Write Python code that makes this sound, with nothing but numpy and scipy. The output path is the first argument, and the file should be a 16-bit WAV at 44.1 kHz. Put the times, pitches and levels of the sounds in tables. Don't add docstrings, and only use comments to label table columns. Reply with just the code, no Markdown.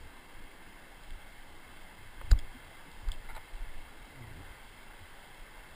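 import sys
import numpy as np
from scipy import signal
from scipy.fft import rfft, irfft, next_fast_len
from scipy.io import wavfile
from scipy.ndimage import uniform_filter1d, map_coordinates

SR = 44100
rng = np.random.default_rng(int(sys.argv[2]) if len(sys.argv) > 2 else 0)


def waveform_to_disk(signal):
    frames = np.transpose(np.atleast_2d(signal))
    scaled = np.clip(frames, -1, 1) * 32767
    samples = np.round(scaled).astype(np.int16)
    wavfile.write(sys.argv[1], SR, samples)


def how_loud(loudness_db):
    steps = np.asarray(loudness_db, float) / 20
    return 10 ** steps


N = 253795
T = np.arange(N) / SR
TAP_WIDTH = 0.39

# time_s, peak_db, length_s
SHIFTS = [(0.03, -48.5, 0.17), (.4, -45, 0.13), (.68, -47, .08), (1.12, -46.5, 0.23), (1.36, -52, 0.24),
          (1.55, -49, 0.15), (1.84, -50, .2), (2.09, -49, .1), (2.33, -43.5, 0.37), (2.75, -51.5, .1),
          (2.98, -44, 0.14), (3.12, -42, .2), (3.32, -44, 0.24), (3.58, -45.5, 0.14), (3.78, -45, 0.24),
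          (4.02, -47.5, 0.094), (4.36, -50.5, 0.24), (4.66, -53, 0.078), (4.89, -54, 0.054),
          (5.11, -47, 0.056), (5.45, -54, .15), (5.6, -50.5, .12)]


def unit(x):
    return x / np.sqrt(np.mean(x ** 2) + 1e-20)


def along(points, hz):
    f, v = np.transpose(points)
    return np.interp(np.log(hz + 1), np.log(f + 1), v)


def curves(rows):
    s, *cols = np.transpose(rows)
    return [np.interp(T, s, c) for c in cols]


def wobble(rate_hz):
    knots = rng.standard_normal(int(N * rate_hz / SR) + 4)
    return map_coordinates(knots, [T * rate_hz])


def filtered(x, response):
    m = next_fast_len(len(x) + 8192)
    spectrum = rfft(x, m) * response(np.fft.rfftfreq(m, 1 / SR))
    return irfft(spectrum, m)[:len(x)]


def ring(f, hz, width_hz):
    return 1j * f * width_hz / (hz * hz - f * f + 1j * f * width_hz)


def noise(colour):
    return unit(filtered(rng.standard_normal(N), lambda f: how_loud(along(colour, f))))


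def pressed(x, span_s):
    power = uniform_filter1d(x ** 2, round(span_s * SR))
    power = uniform_filter1d(power, round(span_s * SR / 2))
    return unit(x / np.sqrt(np.abs(power) + 1e-12))


def lumps(rows):
    return sum(how_loud(db) ** 2 * np.exp(-8 * ((T - s) / length_s) ** 2) for s, db, length_s in rows)


def strike(contacts):
    out = np.zeros(N + SR)
    t = np.arange(SR // 10) / SR
    for s, db, hz, width_hz, t60_s in contacts:
        crack = rng.standard_normal(len(t)) * how_loud(-60 * t / t60_s)
        crack *= 1 - np.exp(-t / 0.00019)
        crack[:SR // 1500] *= 2
        tick = filtered(crack, lambda f: ring(f, hz, width_hz * 1.4) ** 2)
        out[round(s * SR):][:len(t)] += how_loud(db) * tick / np.abs(tick).max()
    return out[:N]


def slab_blow():
    blow_s, blow_db = 2.3143, -19.5
    touch_lead_s, touch_db = 0.004, -17
    # centre_hz, width_hz, level_db, t60_s
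    slab = [(197, 150, -17.5, 0.15), (600, 600, -12, .03), (1150, 510, -9.5, 0.0064),
            (1450, 450, -4, 0.0037), (3700, 500, -12, .008), (4600, 1200, -2, .006), (5400, 500, -18, .004)]
    touch = [(blow_s - touch_lead_s, blow_db + touch_db, hz, hz, 0.02) for hz in (1200, 4200)]
    blow = [(blow_s, blow_db + db, hz, width_hz, t60_s) for hz, width_hz, db, t60_s in slab]
    return strike(touch + blow)


def tip_taps():
    # time_s, peak_db, centre_hz, t60_s
    taps = [(2.2135, -39, 1150, .015), (2.213, -42.5, 500, .03), (2.330, -44, 700, .03),
            (2.3893, -41, 4600, .008), (2.3893, -39, 5400, .008), (2.391, -41, 1800, .012),
            (2.398, -44, 3600, 0.007), (3.0867, -37, 4700, .008), (3.087, -40.5, 1300, .06),
            (3.1172, -38, 5400, 0.009), (3.1188, -40, 3700, .008), (3.126, -44.5, 3600, .04),
            (3.129, -45, 2000, 0.022), (3.131, -47, 774, 0.055), (3.138, -48, 3320, .03),
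            (3.289, -46, 1000, .012), (3.349, -41, 1050, .01), (3.352, -48, 4000, .02),
            (3.378, -42, 800, .02)]
    return strike([(s, db, hz, TAP_WIDTH * hz, t60_s) for s, db, hz, t60_s in taps])


def boot_grit():
    grain_hz, t60_s = 3700, 0.015
    # time_s, peak_db
    grains = [(.1685, -54), (.440, -53), (1.035, -50), (1.106, -45.5), (1.882, -57), (2.646, -47),
              (2.915, -46), (3.536, -56), (4.055, -53), (4.679, -53), (4.992, -52), (5.345, -49),
              (5.536, -53), (5.689, -54)]
    return strike([(s, db, grain_hz, TAP_WIDTH * grain_hz, t60_s) for s, db in grains])


def scrapes():
    bite_s, fade_db = 0.0017, -8
    # start_s, length_s, level_db, shaft_share (0-1)
    strokes = [(3.289, 0.011, -48, .7), (3.297, .026, -44, 0.6), (3.349, 0.015, -46.5, 0.4),
               (3.361, .024, -42, .08)]
    # freq_hz, level_db (per Hz)
    grit_colour = [(250, -20), (600, -1), (900, 0), (1500, -2), (2200, -4), (3000, -13), (4000, -10),
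                   (5500, -24)]
    # centre_hz, width_hz, level_db
    shaft_modes = [(2090, 240, 3), (3920, 240, -11), (890, 250, 5), (1340, 220, 5)]

    def shaft_response(f):
        return sum(how_loud(level_db) * ring(f, hz, width_hz) ** 2 for hz, width_hz, level_db in shaft_modes)

    out = np.zeros(N)
    for s, length_s, db, share in strokes:
        share = np.clip(share, 0, 1)
        during = (T > s) & (T < s + length_s)
        t = T[during] - s
        stroke = how_loud(db + fade_db * t / length_s)
        stroke *= np.clip(np.minimum(t, length_s - t) / bite_s, 0, 1)
        grains = rng.standard_normal(during.sum()) * how_loud(3.2 * wobble(700)[during])
        grit = pressed(filtered(grains, lambda f: how_loud(along(grit_colour, f))), span_s=0.005)
        shaft = pressed(filtered(grains, shaft_response), span_s=0.006)
        out[during] += stroke * (np.sqrt(1 - share) * grit + np.sqrt(share) * shaft)
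    return out


def jolts():
    # mid_crossing_s, peak_db, swing_hz, direction (signed factor)
    swings = [(1.119, -36.5, 41, 1), (1.155, -36.5, 30, 0.94), (2.248, -36, 73, 1), (2.311, -28, 75, -1),
              (2.326, -8.5, 58, 0.92), (2.35, -25.5, 74, 1), (2.369, -23, 34, 1), (2.426, -28.5, 15, 1),
              (3.086, -21.5, 38, 0.97), (3.103, -47, 60, -0.64), (3.144, -29, 15, 0.92),
              (3.18, -39, 22, -1), (3.28, -41, 29, -0.68), (3.31, -47, 21, 1), (3.551, -33.5, 38, 0.75),
              (3.623, -30.5, 33, 0.75), (3.69, -34, 33, 0.74), (3.777, -30, 14, 0.96),
              (4.511, -41, 65, -1.06), (4.897, -43, 26, 1), (5.425, -41, 24, 1), (5.467, -42, 25, 1)]
    out = np.zeros(N)
    for s, db, hz, direction in swings:
        u = 4 * hz * (T - s)
        out -= direction * how_loud(db + 2.0) * u * np.exp(-u * u / 2)
    return out


def knocks():
    # time_s, peak_db, pitch_hz, length_s
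    rings = [(2.215, -45, 880, 0.0058), (3.298, -43, 2094, 0.0074), (3.306, -41, 2066, 0.013),
             (2.376, -53, 290, 0.068), (2.558, -45.5, 251.5, 0.032), (2.873, -52, 280, 0.04),
             (2.885, -54, 163.5, .04), (2.3195, -39, 3900, .01), (2.333, -41, 1120, .007),
             (2.215, -44, 1180, .006), (2.391, -38, 3370, .0045), (5.018, -47, 88, .05),
             (2.3155, -30, 4650, .006), (3.1189, -29, 3300, .0022), (3.2905, -42, 2060, .007),
             (3.296, -53, 3850, 0.02), (3.353, -52, 4000, .01), (3.365, -55, 3950, .016)]
    out = np.zeros(N)
    for s, db, hz, length_s in rings:
        out += how_loud(db) * np.sin(2 * np.pi * hz * T) * np.exp(-8 * ((T - s) / length_s) ** 2)
    return out


def body_sway():
    sway_db = -55.5
    # freq_hz, level_db (per Hz)
    colour = [(6, -11.5), (14, 9), (24, -2.5), (36, -2.5), (55, -20.5), (90, -48)]
    level = np.sqrt(how_loud(sway_db) ** 2 + lumps(SHIFTS))
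    return level * pressed(noise(colour), span_s=0.18)


def strap_rub():
    rest_db, under_sway_db = -69, -16.5
    # freq_hz, level_db (per Hz)
    colour = [(35, -63), (55, 1.5), (85, 2), (120, -6.5), (150, -24), (220, -53)]
    # time_s, peak_db, length_s
    rubs = [(0.03, -55, 0.14), (1.18, -60, 0.16), (1.5, -59, 0.07), (1.71, -56, 0.068), (2.03, -57, 0.13),
            (2.32, -51.5, .3), (2.65, -59.5, .2), (3.09, -52, .15), (3.38, -61, .1), (3.68, -59, 0.091),
            (3.88, -60, 0.11), (4.33, -53.5, 0.37), (4.72, -63, 0.11), (5.02, -59, .08), (5.73, -62, 0.11)]
    power = how_loud(rest_db) ** 2 + how_loud(under_sway_db) ** 2 * lumps(SHIFTS) + lumps(rubs)
    return np.sqrt(power) * pressed(noise(colour), span_s=0.095)


def cloth():
    start_db, slope_db_per_s, under_sway_db = -64, -0.63, -24
    # freq_hz, level_db (per Hz)
    colour = [(110, -31), (170, -4.5), (250, -0.5), (330, -1), (420, -12.5), (600, -52)]
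    power = how_loud(start_db + slope_db_per_s * T) ** 2 + how_loud(under_sway_db) ** 2 * lumps(SHIFTS)
    return np.sqrt(power) * how_loud(0.6 * wobble(2.525)) * noise(colour)


def strap_creak():
    # time_s, slip_rate_hz, level_db
    slip_curve = [(4.14, 128, -62), (4.19, 126, -53.5), (4.25, 122, -50.5), (4.29, 89, -50),
                  (4.33, 70, -50.5), (4.37, 86, -48.5), (4.405, 106, -46), (4.43, 95, -57), (4.50, 83, -68)]
    rate_hz, db = curves(slip_curve)
    turns = np.cumsum(rate_hz * (1 + 0.08 * wobble(30))) / SR
    slips = np.diff(np.floor(turns), prepend=0) * how_loud(2.5 * wobble(60))
    wall = filtered(slips, lambda f: ring(f, 98, 100) ** 2 + how_loud(-8.0) * ring(f, 243, 105) ** 2)
    return unit(wall) * how_loud(db) * (T > slip_curve[0][0]) * (T < slip_curve[-1][0])


def stream():
    low_db, high_db = -55.5, -62
    # time_s, level_db
    flow = [(0, -0.68), (2.3, 0), (3.2, 0.67), (5.75, 0.21)]
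    # freq_hz, level_db (per Hz)
    low_colour = [(60, -24), (130, 0.5), (250, -5.5), (400, -2), (600, -2), (1200, -1), (2200, -2.5),
                  (2450, -8), (2900, -69)]
    # freq_hz, level_db (per Hz)
    high_colour = [(2000, -63), (2400, -2), (3000, -2.5), (4000, -3.5), (5000, -7), (5500, -3.5),
                   (6100, -13)]
    swell_db = curves(flow)[0]
    hiss = how_loud(low_db + swell_db) * noise(low_colour) + how_loud(high_db + swell_db) * noise(high_colour)
    z = signal.stft(hiss, nperseg=512)[2]
    patches = uniform_filter1d(rng.standard_normal(z.shape), size=3, axis=0)
    patches = uniform_filter1d(patches, size=20, axis=1)
    patchy = signal.istft(z * how_loud(1.02 * unit(patches)), nperseg=512)[1][:N]
    return patchy * how_loud(0.09 * wobble(12))


def cavities(f):
    # centre_hz, width_hz, level_db
    housing = [(863, 110, 3.5), (1160, 17, 2), (1300, 140, -2.5), (1566, 112, 4), (1777, 53, 4.5),
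               (1830, 150, -1.5), (2095, 87, 7), (2393, 31, -7.5), (2690, 98, 8.5), (2860, 66, -2.5),
               (3225, 248, 9), (3915, 84, 4), (4980, 380, 5)]
    gain_db = sum(db * np.exp(-0.5 * ((f - hz) / width_hz) ** 2) for hz, width_hz, db in housing)
    log_gain = np.log(how_loud(gain_db))
    mirrored = np.r_[log_gain, log_gain[-2:0:-1]]
    return np.exp(np.conj(signal.hilbert(mirrored))[:len(f)])


def scene():
    airborne = slab_blow() + tip_taps() + boot_grit() + stream()
    handling = jolts() + knocks() + body_sway() + strap_rub() + cloth()
    return (filtered(airborne, cavities) + scrapes() + handling + strap_creak())[None]


def top_cut(x):
    return signal.sosfilt(signal.butter(12, 15780, fs=SR, output="sos"), x)


def record(dry):
    # freq_hz, gain_db
    input_db = [(5, -21), (12, 1.5), (5000, -3), (5350, -9.5), (5700, -13.5), (6000, -40), (6400, -50)]
    output_db = [(15300, 0), (15380, -26), (16000, -45)]
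    mic = filtered(dry[0], lambda f: how_loud(along(input_db, f)))
    padded = np.pad(mic, (0, -N % 147 + 147))
    slow = signal.resample(padded, (N // 147 + 2) * 40)
    slow += how_loud(-76) * rng.standard_normal(len(slow))
    held = signal.resample_poly(np.repeat(slow, 4), 147, 160)[1:N + 1]
    held = filtered(held, lambda f: how_loud(along(output_db, f)))
    return top_cut(held[None])


dry = scene()
out = record(dry)
waveform_to_disk(out)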